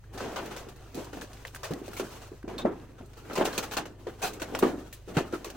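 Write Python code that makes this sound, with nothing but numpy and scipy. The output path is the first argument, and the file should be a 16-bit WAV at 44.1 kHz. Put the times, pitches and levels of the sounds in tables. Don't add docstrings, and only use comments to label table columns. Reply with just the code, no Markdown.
import sys
import numpy as np
from scipy import signal
from scipy.fft import rfft, irfft, next_fast_len
from scipy.io import wavfile
from scipy.ndimage import uniform_filter1d, map_coordinates

SR = 44100
rng = np.random.default_rng(int(sys.argv[2]) if len(sys.argv) > 2 else 0)


def store_pcm(level_fs):
    pcm = np.round(np.clip(level_fs, -1, 1) * 32767).astype(np.int16)
    wavfile.write(sys.argv[1], SR, np.atleast_2d(pcm).T)


N = 245195

IDLE_HZ = 25.51
# multiple of the idle rate, level in dB.
ENGINE_ORDERS = [(2, -54), (3, -61.5), (4, -56), (5, -59.5)]
# frequency in Hz, relative density in dB per Hz.
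RUMBLE_COLOUR = [(20, 10), (40, 3), (70, 8.5), (110, 9), (160, 2), (400, -42)]

# time in seconds, level of the stones in dB, level of the grit in dB.
SOLE_GRINDING = [(0.0, -73, -69), (0.18, -44, -66), (0.32, -40.5, -50), (0.43, -38.5, -51),
                 (0.71, -55.5, -61), (1.19, -51, -58), (1.66, -57.5, -57), (1.87, -51.5, -58),
                 (2.06, -45, -47.5), (2.42, -64, -65), (2.63, -35, -62), (2.82, -47, -63),
                 (2.95, -56, -69.5), (3.11, -61.5, -62.5), (3.34, -41.5, -54), (3.48, -36.5, -48),
                 (3.67, -43.5, -50), (3.87, -50.5, -66.5), (4.1, -55, -60), (4.46, -42, -54.5),
                 (4.65, -35, -47.5), (4.85, -56, -59), (5.13, -62.5, -63.5), (5.28, -48, -58.5),
                 (5.56, -44, -54.5)]
PEBBLES_SHARE, PEBBLES_DB, DUST_DB = 0.3, 1, -6

# start in seconds, level in dB, pitch in Hz, t60 in seconds.
PEBBLE_CLINKS = [(0.039, -49, 1480, 0.049), (1.07, -41, 1010, 0.058), (1.132, -38, 1480, .04),
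                 (1.172, -34, 686, 0.058), (1.218, -33.5, 1740, 0.032), (1.451, -34, 1950, 0.028),
                 (1.548, -35, 1500, 0.023), (1.561, -34, 1570, 0.025), (1.933, -38, 1540, 0.036),
                 (1.967, -36, 2270, 0.069), (2.429, -41.5, 1590, 0.027), (2.5, -37.5, 995, 0.054),
                 (2.582, -40, 4230, 0.07), (2.581, -36, 3650, 0.14), (2.655, -35, 1305, 0.2),
                 (2.616, -42.5, 3700, 0.094), (2.588, -33.5, 1058, 0.093), (3.252, -43, 1620, 0.025),
                 (3.355, -33, 1044, 0.45), (3.417, -25, 908, 0.058), (3.528, -38, 4200, 0.043),
                 (3.771, -32.5, 4230, 0.058), (4.227, -29.5, 755, 0.13), (4.229, -35.5, 6160, 0.13),
                 (4.243, -27.5, 756, 0.11), (4.226, -33.5, 2550, 0.2), (4.238, -37, 1390, 0.1),
                 (4.245, -35.5, 4080, 0.16), (4.55, -23.5, 824, 0.022), (4.625, -22.5, 921, 0.14),
                 (4.633, -22, 1148, 0.095), (4.927, -46, 1776, 0.1), (5.184, -40, 2767, 0.17),
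                 (5.335, -31, 1340, 0.092), (5.351, -37, 1250, 0.08)]
# multiple of its pitch, level in dB relative to the main mode.
PEBBLE_PARTNERS = [(.66, -19), (1.22, -8.5)]
PARTNER_LIFE = 0.13

# start in seconds, level in dB, coarseness in dB, time to swell in seconds.
SOLE_SLIDES = [(.128, -50.5, 0.5, 0.019), (.96, -47.5, 2.5, 0.029), (1.638, -41, 3, 0.009),
               (1.969, -42, -3, 0.015), (2.584, -46.5, 7.5, 0.012), (2.979, -60.5, 9.5, 0.012),
               (3.168, -53.5, 3.5, 0.014), (3.39, -48, 14, 0.012), (3.445, -39, -6, 0.0074),
               (3.625, -37, 3, 0.011), (3.715, -38.5, 1.5, 0.01), (4.216, -32, 0.5, 0.02),
               (4.263, -37.5, -1.5, 0.0099), (4.63, -49, 12.5, 0.025), (5.075, -52.5, 4.5, 0.022),
               (5.139, -47.5, 6.5, 0.021), (5.334, -48, 5.5, 0.014)]
# start in seconds, level in dB, coarseness in dB, nominal t60 in seconds.
GRIT_SNAPS = [(0.176, -36.5, 2, 0.55), (0.203, -39.5, 6, 0.95), (0.36, -28.5, 3.5, 0.16),
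              (0.382, -40.5, 11, 0.2), (.4584, -34.5, -12, 0.059), (.51, -39, 3.5, 0.42),
              (0.5638, -33, -4, 0.25), (0.6866, -38, -4.5, 0.13), (.7612, -44, -17, 0.063),
              (0.945, -32.5, -9, 0.13), (1.045, -37, -10, 0.075), (1.129, -41, -0.5, 0.38),
              (1.2114, -32, -5, 0.17), (1.331, -42.5, -4.5, 0.22), (1.452, -35.5, 2.5, 0.061),
              (1.468, -37, -13, 0.13), (1.547, -37.5, -33, 0.088), (1.559, -33, -9, 0.07),
              (1.632, -30, -1, 0.25), (1.708, -36.5, -5, 0.15), (1.7354, -25.5, -15, 0.023),
              (1.859, -41, -8, 0.22), (1.88, -33.5, -4.5, 0.062), (1.932, -42.5, -25, 0.3),
              (1.9667, -31, -10, 0.074), (1.996, -24, -1, 0.089), (2.2183, -41.5, 0, 0.21),
              (2.479, -45.5, 5.5, 0.58), (2.582, -31, -12, 0.078), (2.653, -60, 19.5, 0.18),
              (3.058, -51, -29, 0.076), (3.133, -44, -2, 0.07), (3.2988, -51, 18, 0.36),
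              (3.331, -35.5, -7, 0.21), (3.354, -28, 0, 0.32), (3.377, -24, 3, 0.068),
              (3.412, -42, 21.5, 0.13), (3.453, -20, -0.5, 0.12), (3.53, -32.5, -0.5, 0.3),
              (3.5784, -15, -7, 0.098), (3.7117, -29.5, -6, .08), (3.736, -26.5, -1.5, 0.11),
              (3.768, -18, 0, 0.13), (3.855, -35.5, 0.5, 0.12), (4.069, -41.5, 7.5, 0.14),
              (4.333, -34, -16, 0.11), (4.398, -35.5, -3, .21), (4.418, -24.5, -1, 0.11),
              (4.549, -26, 2.5, 0.086), (4.589, -25, -28, 0.074), (4.6256, -30.5, 11.5, 0.07),
              (4.927, -34, -23, 0.13), (5.169, -22, 6.5, 0.096), (5.184, -27.5, 2.5, 0.15),
              (5.325, -36, 3, 0.11), (5.445, -26.5, -6.5, 0.097), (5.501, -30, -4.5, 0.066)]
SNAP_DUST_DB, SLIDE_DUST_DB, DUST_LOSS = -14, -5.5, 0.38

# start in seconds, envelope peak in dB, pitch in Hz, settling t60 in seconds.
STONE_KNOCKS = [(0.145, -44, 240, 0.46), (0.208, -29, 500, 0.72), (0.247, -31, 437, .15),
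                (.668, -37.5, 400, 0.2), (.949, -31, 269, 0.44), (.975, -29, 303, 0.24),
                (1.012, -31, 344, 0.073), (1.132, -34.5, 452, 0.24), (1.168, -39, 326, 0.24),
                (1.24, -41.5, 380, 0.062), (1.707, -21, 340, 0.34), (1.707, -26.5, 163, .1),
                (1.816, -30.5, 316, 0.099), (1.88, -31, 575, 0.14), (1.997, -24, 513, 0.23),
                (2.027, -35, 387, 0.12), (2.317, -35.5, 368, 0.16), (2.441, -33, 285, 0.17),
                (2.477, -30, 350, 0.58), (2.568, -33, 296, 0.22), (2.652, -13, 598, 0.26),
                (2.6483, -19.5, 226, .1), (2.665, -23.5, 620, 0.16), (2.666, -29, 298, .1),
                (2.692, -27, 300, .12), (2.715, -31, 376, .1), (2.734, -36, 325, 0.16),
                (3.002, -39, 243, 0.38), (3.3, -35.5, 460, 0.25), (3.333, -30, 368, 0.2),
                (3.373, -23.5, 450, 0.076), (3.3831, -19, 415, 0.33), (3.401, -24, 424, .1),
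                (3.41, -15, 640, 0.21), (3.475, -22.5, 414, 0.068), (3.579, -27, 386, 0.13),
                (3.767, -28.5, 292, 0.48), (4.068, -26.5, 480, 0.24), (4.235, -30, 420, 0.45),
                (4.417, -31.5, 310, 0.13), (4.5, -35.5, 360, 0.93), (4.541, -27, 376, 0.086),
                (4.523, -30, 420, 0.13), (4.6273, -11.5, 420, 0.18), (4.6318, -14, 343, 0.49),
                (4.651, -24, 420, 0.092), (4.667, -40, 328, .1), (5.075, -37, 364, 1),
                (5.167, -17, 287, 0.26), (5.169, -18, 149, 0.13), (5.182, -25, 358, 0.15),
                (5.208, -27, 334, 0.09), (5.226, -36, 350, 0.073), (5.244, -32, 330, .1),
                (5.327, -28, 493, 0.12), (5.3345, -22.5, 340, 0.1), (5.351, -29.5, 378, 0.075)]
SETTLE_AT_DB, SETTLE_DB, SETTLE_GROWS = -27.5, -32.5, 0.81
SWELL_CYCLES, SWELL_HZ, SWELL_LAW = 0.88, 350, 0.03

# start in seconds, level in dB, pitch in Hz.
STONE_TICKS = [(0.1753, -33, 1200), (0.206, -23.5, 1180), (.26, -30, 900), (0.36, -36, 1500),
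               (0.388, -27, 1100), (1.317, -44, 1800), (1.372, -41, 2000), (1.4508, -22, 1920),
               (1.473, -34, 5040), (1.481, -31.5, 2900), (1.548, -36, 2200), (1.5612, -39, 2600),
               (2.581, -32, 3800), (2.8, -46, 3500), (3.022, -46, 2490), (3.251, -49, 2200),
               (3.4113, -16, 900), (3.592, -21.5, 1090), (4.421, -25, 2770), (4.55, -19, 2580),
               (4.552, -28, 5200), (4.591, -24.5, 1100), (5.169, -24, 1500), (5.188, -18, 1120),
               (5.252, -35, 1200)]

# frequency in Hz, relative density in dB per Hz.
STONES_COLOUR = [(50, -44), (100, -17.5), (170, -2.5), (260, 3), (400, 3.5), (500, -3.5), (720, -9),
                 (1200, -17.5), (2000, -25), (3200, -48), (6000, -85)]
PEBBLES_COLOUR = [(250, -41), (450, 2), (700, -0.5), (1000, -3.5), (1500, -4), (2200, -12), (3000, -12),
                  (4500, -25), (8000, -89)]
GRIT_COLOUR = [(800, -73), (1500, -40), (2500, -0.5), (3200, -4), (5000, -4), (6300, -4.5), (8000, -9),
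               (10500, -25.5), (14000, -73)]
DUST_COLOUR = [(4000, -76), (6000, -8.5), (8500, -5), (11000, -8), (13000, -7), (15800, -5.5)]
# frequency in Hz, correlation from 0 to 1.
LEFT_RIGHT_LIKENESS = [(60, 0.87), (180, 1), (550, 0.62), (1650, 0.74), (4970, 0.059), (15000, 0.062)]

# centre in Hz, width in Hz, lift in dB.
BODY_RESONANCES = [(360, 30, 1), (770, 36, 2.5), (2680, 130, 0), (4190, 250, 2), (6180, 260, 3)]
TOP_HZ = 16000

OPPOSITE = np.array([[1], [-1]])


def amp(db):
    return 10 ** (np.asarray(db) / 20)


def unit(x):
    return x / np.sqrt(np.mean(x ** 2) + 1e-20)


def along(points, hz):
    f, v = np.transpose(points)
    return np.interp(np.log(hz + 1), np.log(f + 1), v)


def wobble(rate):
    knots = rng.standard_normal(int(N * rate / SR) + 4)
    return map_coordinates(knots, [np.arange(N) * rate / SR])


def filtered(x, response):
    m = next_fast_len(N + 8192)
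    return irfft(rfft(x, m) * response(np.fft.rfftfreq(m, 1 / SR)), m)[..., :N]


def engine():
    phase = 2 * np.pi * np.cumsum(IDLE_HZ * (1 + 0.0059 * wobble(2.97))) / SR
    unsteady_db = 1.5
    tones = 0
    for k, db in ENGINE_ORDERS:
        level = np.sqrt(2) * amp(db + unsteady_db * wobble(9.7))
        tones = tones + level * np.sin(k * phase + k * k)
    noise = rng.standard_normal((2, N))
    mid, side = unit(filtered(noise, lambda hz: amp(along(RUMBLE_COLOUR, hz))))
    return tones + amp(-57.0) * (mid + amp(-9.5) * side * OPPOSITE)


def tread():
    s, *columns = np.transpose(SOLE_GRINDING)
    stones, grit = [np.interp(np.arange(N) / SR, s, column) for column in columns]
    pebbles = PEBBLES_SHARE * stones + (1 - PEBBLES_SHARE) * grit + PEBBLES_DB
    uneven_db = 2.2 * wobble(40)
    levels_db = np.array([stones, pebbles, grit, grit + DUST_DB]) + uneven_db
    return amp(2 * levels_db)


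def patchy(depth_db, size):
    z = signal.stft(rng.standard_normal((2, N)), nperseg=size)[2]
    field = rng.standard_normal(z.shape[1:])
    field = uniform_filter1d(field, size=3, axis=0)
    field = uniform_filter1d(field, size=5, axis=1)
    return signal.istft(z * amp(depth_db * unit(field)), nperseg=size)[1][:, :N]


def crunch(power, colour, rate, lumpy_db, patchy_db, pan_db, size):
    lumps = amp(lumpy_db * (wobble(rate) + 0.51 * wobble(rate / 8)))
    pair = unit(lumps * patchy(patchy_db, size)) * np.sqrt(power)
    hz = np.fft.rfftfreq(8192, 1 / SR)
    norm = np.sqrt(np.mean(amp(2 * along(colour, hz))))

    def mid_side_response(f):
        turn = np.arccos(np.clip(along(LEFT_RIGHT_LIKENESS, f), -1, 1)) / 2
        return amp(along(colour, f)) / norm * np.array([np.cos(turn), np.sin(turn)])

    mid, side = filtered(pair, mid_side_response)
    return np.array([mid + side, mid - side]) * amp(pan_db / 2 * OPPOSITE)


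def grains(power, centre_hz, cycles, level_db, count, size=700):
    at, tall, side = rng.random((count, 3)).T
    hz = np.clip(centre_hz * np.exp(0.558 * rng.standard_normal(count)), 200, 9000)[:, None]
    start, t = (at * N).astype(int), np.arange(size)
    gain = np.sqrt(power[start]) * amp(level_db - 2.24 * np.log(tall + 0.012))
    turns = hz * t / SR
    where = (start[:, None] + t).ravel()
    envelope = gain[:, None] * np.exp(-3 * turns / cycles)
    ports = []
    for k in (0, 2):
        step = k * side * np.minimum(hz[:, 0] / 1000, 1)
        ring = envelope * np.sin(2 * np.pi * turns + step[:, None])
        ports.append(np.bincount(where, ring.ravel(), N + size)[:N])
    return np.array(ports)


def clinks():
    out, t = np.zeros((2, N + SR)), np.arange(SR // 5) / SR
    for s, db, hz, t60 in PEBBLE_CLINKS:
        t60 = max(t60, .008)
        waver = 0.04 / np.sqrt(t60) * np.cumsum(rng.standard_normal(len(t)))
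        step = rng.choice([-1, 1]) * .5 * OPPOSITE
        rattle = amp(1.5 * map_coordinates(rng.standard_normal(50), [t * 220]))
        tick = amp(-9 - 60 * t / 0.0019)
        ring = (rattle * amp(-60 * t / t60) + tick) * np.sin(2 * np.pi * hz * t + waver + step)
        for k, weaker_db in PEBBLE_PARTNERS:
            decay = amp(weaker_db - 60 * t / (PARTNER_LIFE * t60))
            ring = ring + decay * np.sin(2 * np.pi * k * hz * t + k * waver + step)
        out[:, round(s * SR):][:, :len(t)] += amp(db) * ring * (1 - np.exp(-t / 0.00021))
    return out[:, :N]


def swells(rows):
    power, t = np.zeros(N + SR), np.arange(SR // 2) / SR
    for s, db, swell in rows:
        hump = (t / swell * np.exp(1 - t / swell)) ** 1.06
        power[round(s * SR):][:len(t)] += (amp(db) * hump) ** 2
    return power[:N]


def bursts(rows, rise):
    power, t = np.zeros(N + SR), np.arange(SR // 2) / SR
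    for s, db, t60 in rows:
        decay = amp(db - 60 * t / max(t60, .01))
        power[round(s * SR):][:len(t)] += (decay * (1 - np.exp(-t / rise))) ** 2
    return power[:N]


def crackle(pebbles, grit, dust):
    s, db, coarse_db, swell = np.transpose(SOLE_SLIDES)
    pebbles = pebbles + swells(zip(s, db + coarse_db, swell))
    grit = grit + swells(zip(s, db, swell))
    dust = dust + swells(zip(s, db + SLIDE_DUST_DB - DUST_LOSS * coarse_db, swell))

    s, db, coarse_db, t60 = np.transpose(GRIT_SNAPS)
    pebbles = pebbles + bursts(zip(s, db + coarse_db - 6.0, 1.34 * t60), rise=0.00015)
    grit = grit + bursts(zip(s, db - 7.0, t60), rise=0.0037)
    grit = grit + bursts(zip(s, db - 4.5, t60 / 6), rise=0.00031)
    dust_db = db + SNAP_DUST_DB - DUST_LOSS * coarse_db
    dust = dust + bursts(zip(s, dust_db, 0.81 * t60), rise=0.002)

    pebble_noise = crunch(pebbles, PEBBLES_COLOUR, rate=500, lumpy_db=1.0, patchy_db=3.0, pan_db=1.0, size=1024)
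    pebble_grains = (grains(pebbles, centre_hz=1205, cycles=17.0, level_db=-10.5, count=1500)
                     + grains(pebbles, centre_hz=1877, cycles=41, level_db=-17.5, count=300)
                     + grains(pebbles, centre_hz=1880, cycles=4.9, level_db=-6, count=1200, size=200))
    grit_noise = crunch(grit, GRIT_COLOUR, rate=480, lumpy_db=1.0, patchy_db=1.5, pan_db=0.5, size=512)
    grit_grains = (grains(grit, centre_hz=5960, cycles=3.7, level_db=-1.5, count=1500, size=100)
                   + grains(grit, centre_hz=4117, cycles=48, level_db=-14.0, count=2500))
    dust_noise = crunch(dust, DUST_COLOUR, rate=1500, lumpy_db=0.0, patchy_db=2.5, pan_db=-1.0, size=256)
    return amp(-1.5) * pebble_noise + pebble_grains + amp(-5.0) * grit_noise + grit_grains + dust_noise


def swing(db, hz, cycles):
    turns = hz * np.arange(SR // 10) / SR
    step = rng.choice([-1, 1]) * (hz / 850) ** 2 * OPPOSITE
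    envelope = amp(db) * turns / cycles * np.exp(1 - turns / cycles)
    return envelope * np.sin(2 * np.pi * turns + step)


def knocks(grinding):
    blows, settling_rows = np.zeros((2, N + SR)), []
    for s, db, hz, t60 in STONE_KNOCKS:
        cycles = SWELL_CYCLES * (hz / SWELL_HZ) ** SWELL_LAW
        blows[:, round(s * SR):][:, :SR // 10] += swing(db, hz, cycles)
        settling_rows.append((s, SETTLE_DB + SETTLE_GROWS * (db - SETTLE_AT_DB), t60))
    loose = grinding + bursts(settling_rows, rise=0.0024)
    stone_noise = crunch(loose, STONES_COLOUR, rate=270, lumpy_db=1.5, patchy_db=2, pan_db=0.1, size=1024)
    stone_grains = grains(loose, centre_hz=431, cycles=5.1, level_db=-9.0, count=500, size=1500)
    return blows[:, :N] + amp(-2.5) * stone_noise + stone_grains


def ticks():
    out, t = np.zeros((2, N + SR)), np.arange(400) / SR
    for s, db, hz in STONE_TICKS:
        step = 0.28 * rng.standard_normal() * OPPOSITE
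        turns = hz * t
        envelope = amp(db) * turns / 0.98 * np.exp(1 - turns / 0.69)
        out[:, round(s * SR):][:, :len(t)] += envelope * np.sin(2 * np.pi * turns + step)
    return out[:, :N]


def scene():
    stones, pebbles, grit, dust = tread()
    return engine() + clinks() + crackle(pebbles, grit, dust) + knocks(stones) + ticks()


def record(dry):
    def body(hz):
        lift_db = sum(db / (1 + (2 * (hz - centre) / width) ** 2) for centre, width, db in BODY_RESONANCES)
        return amp(lift_db) * (hz < TOP_HZ)

    return filtered(dry, body)


dry = scene()
out = record(dry)
store_pcm(out)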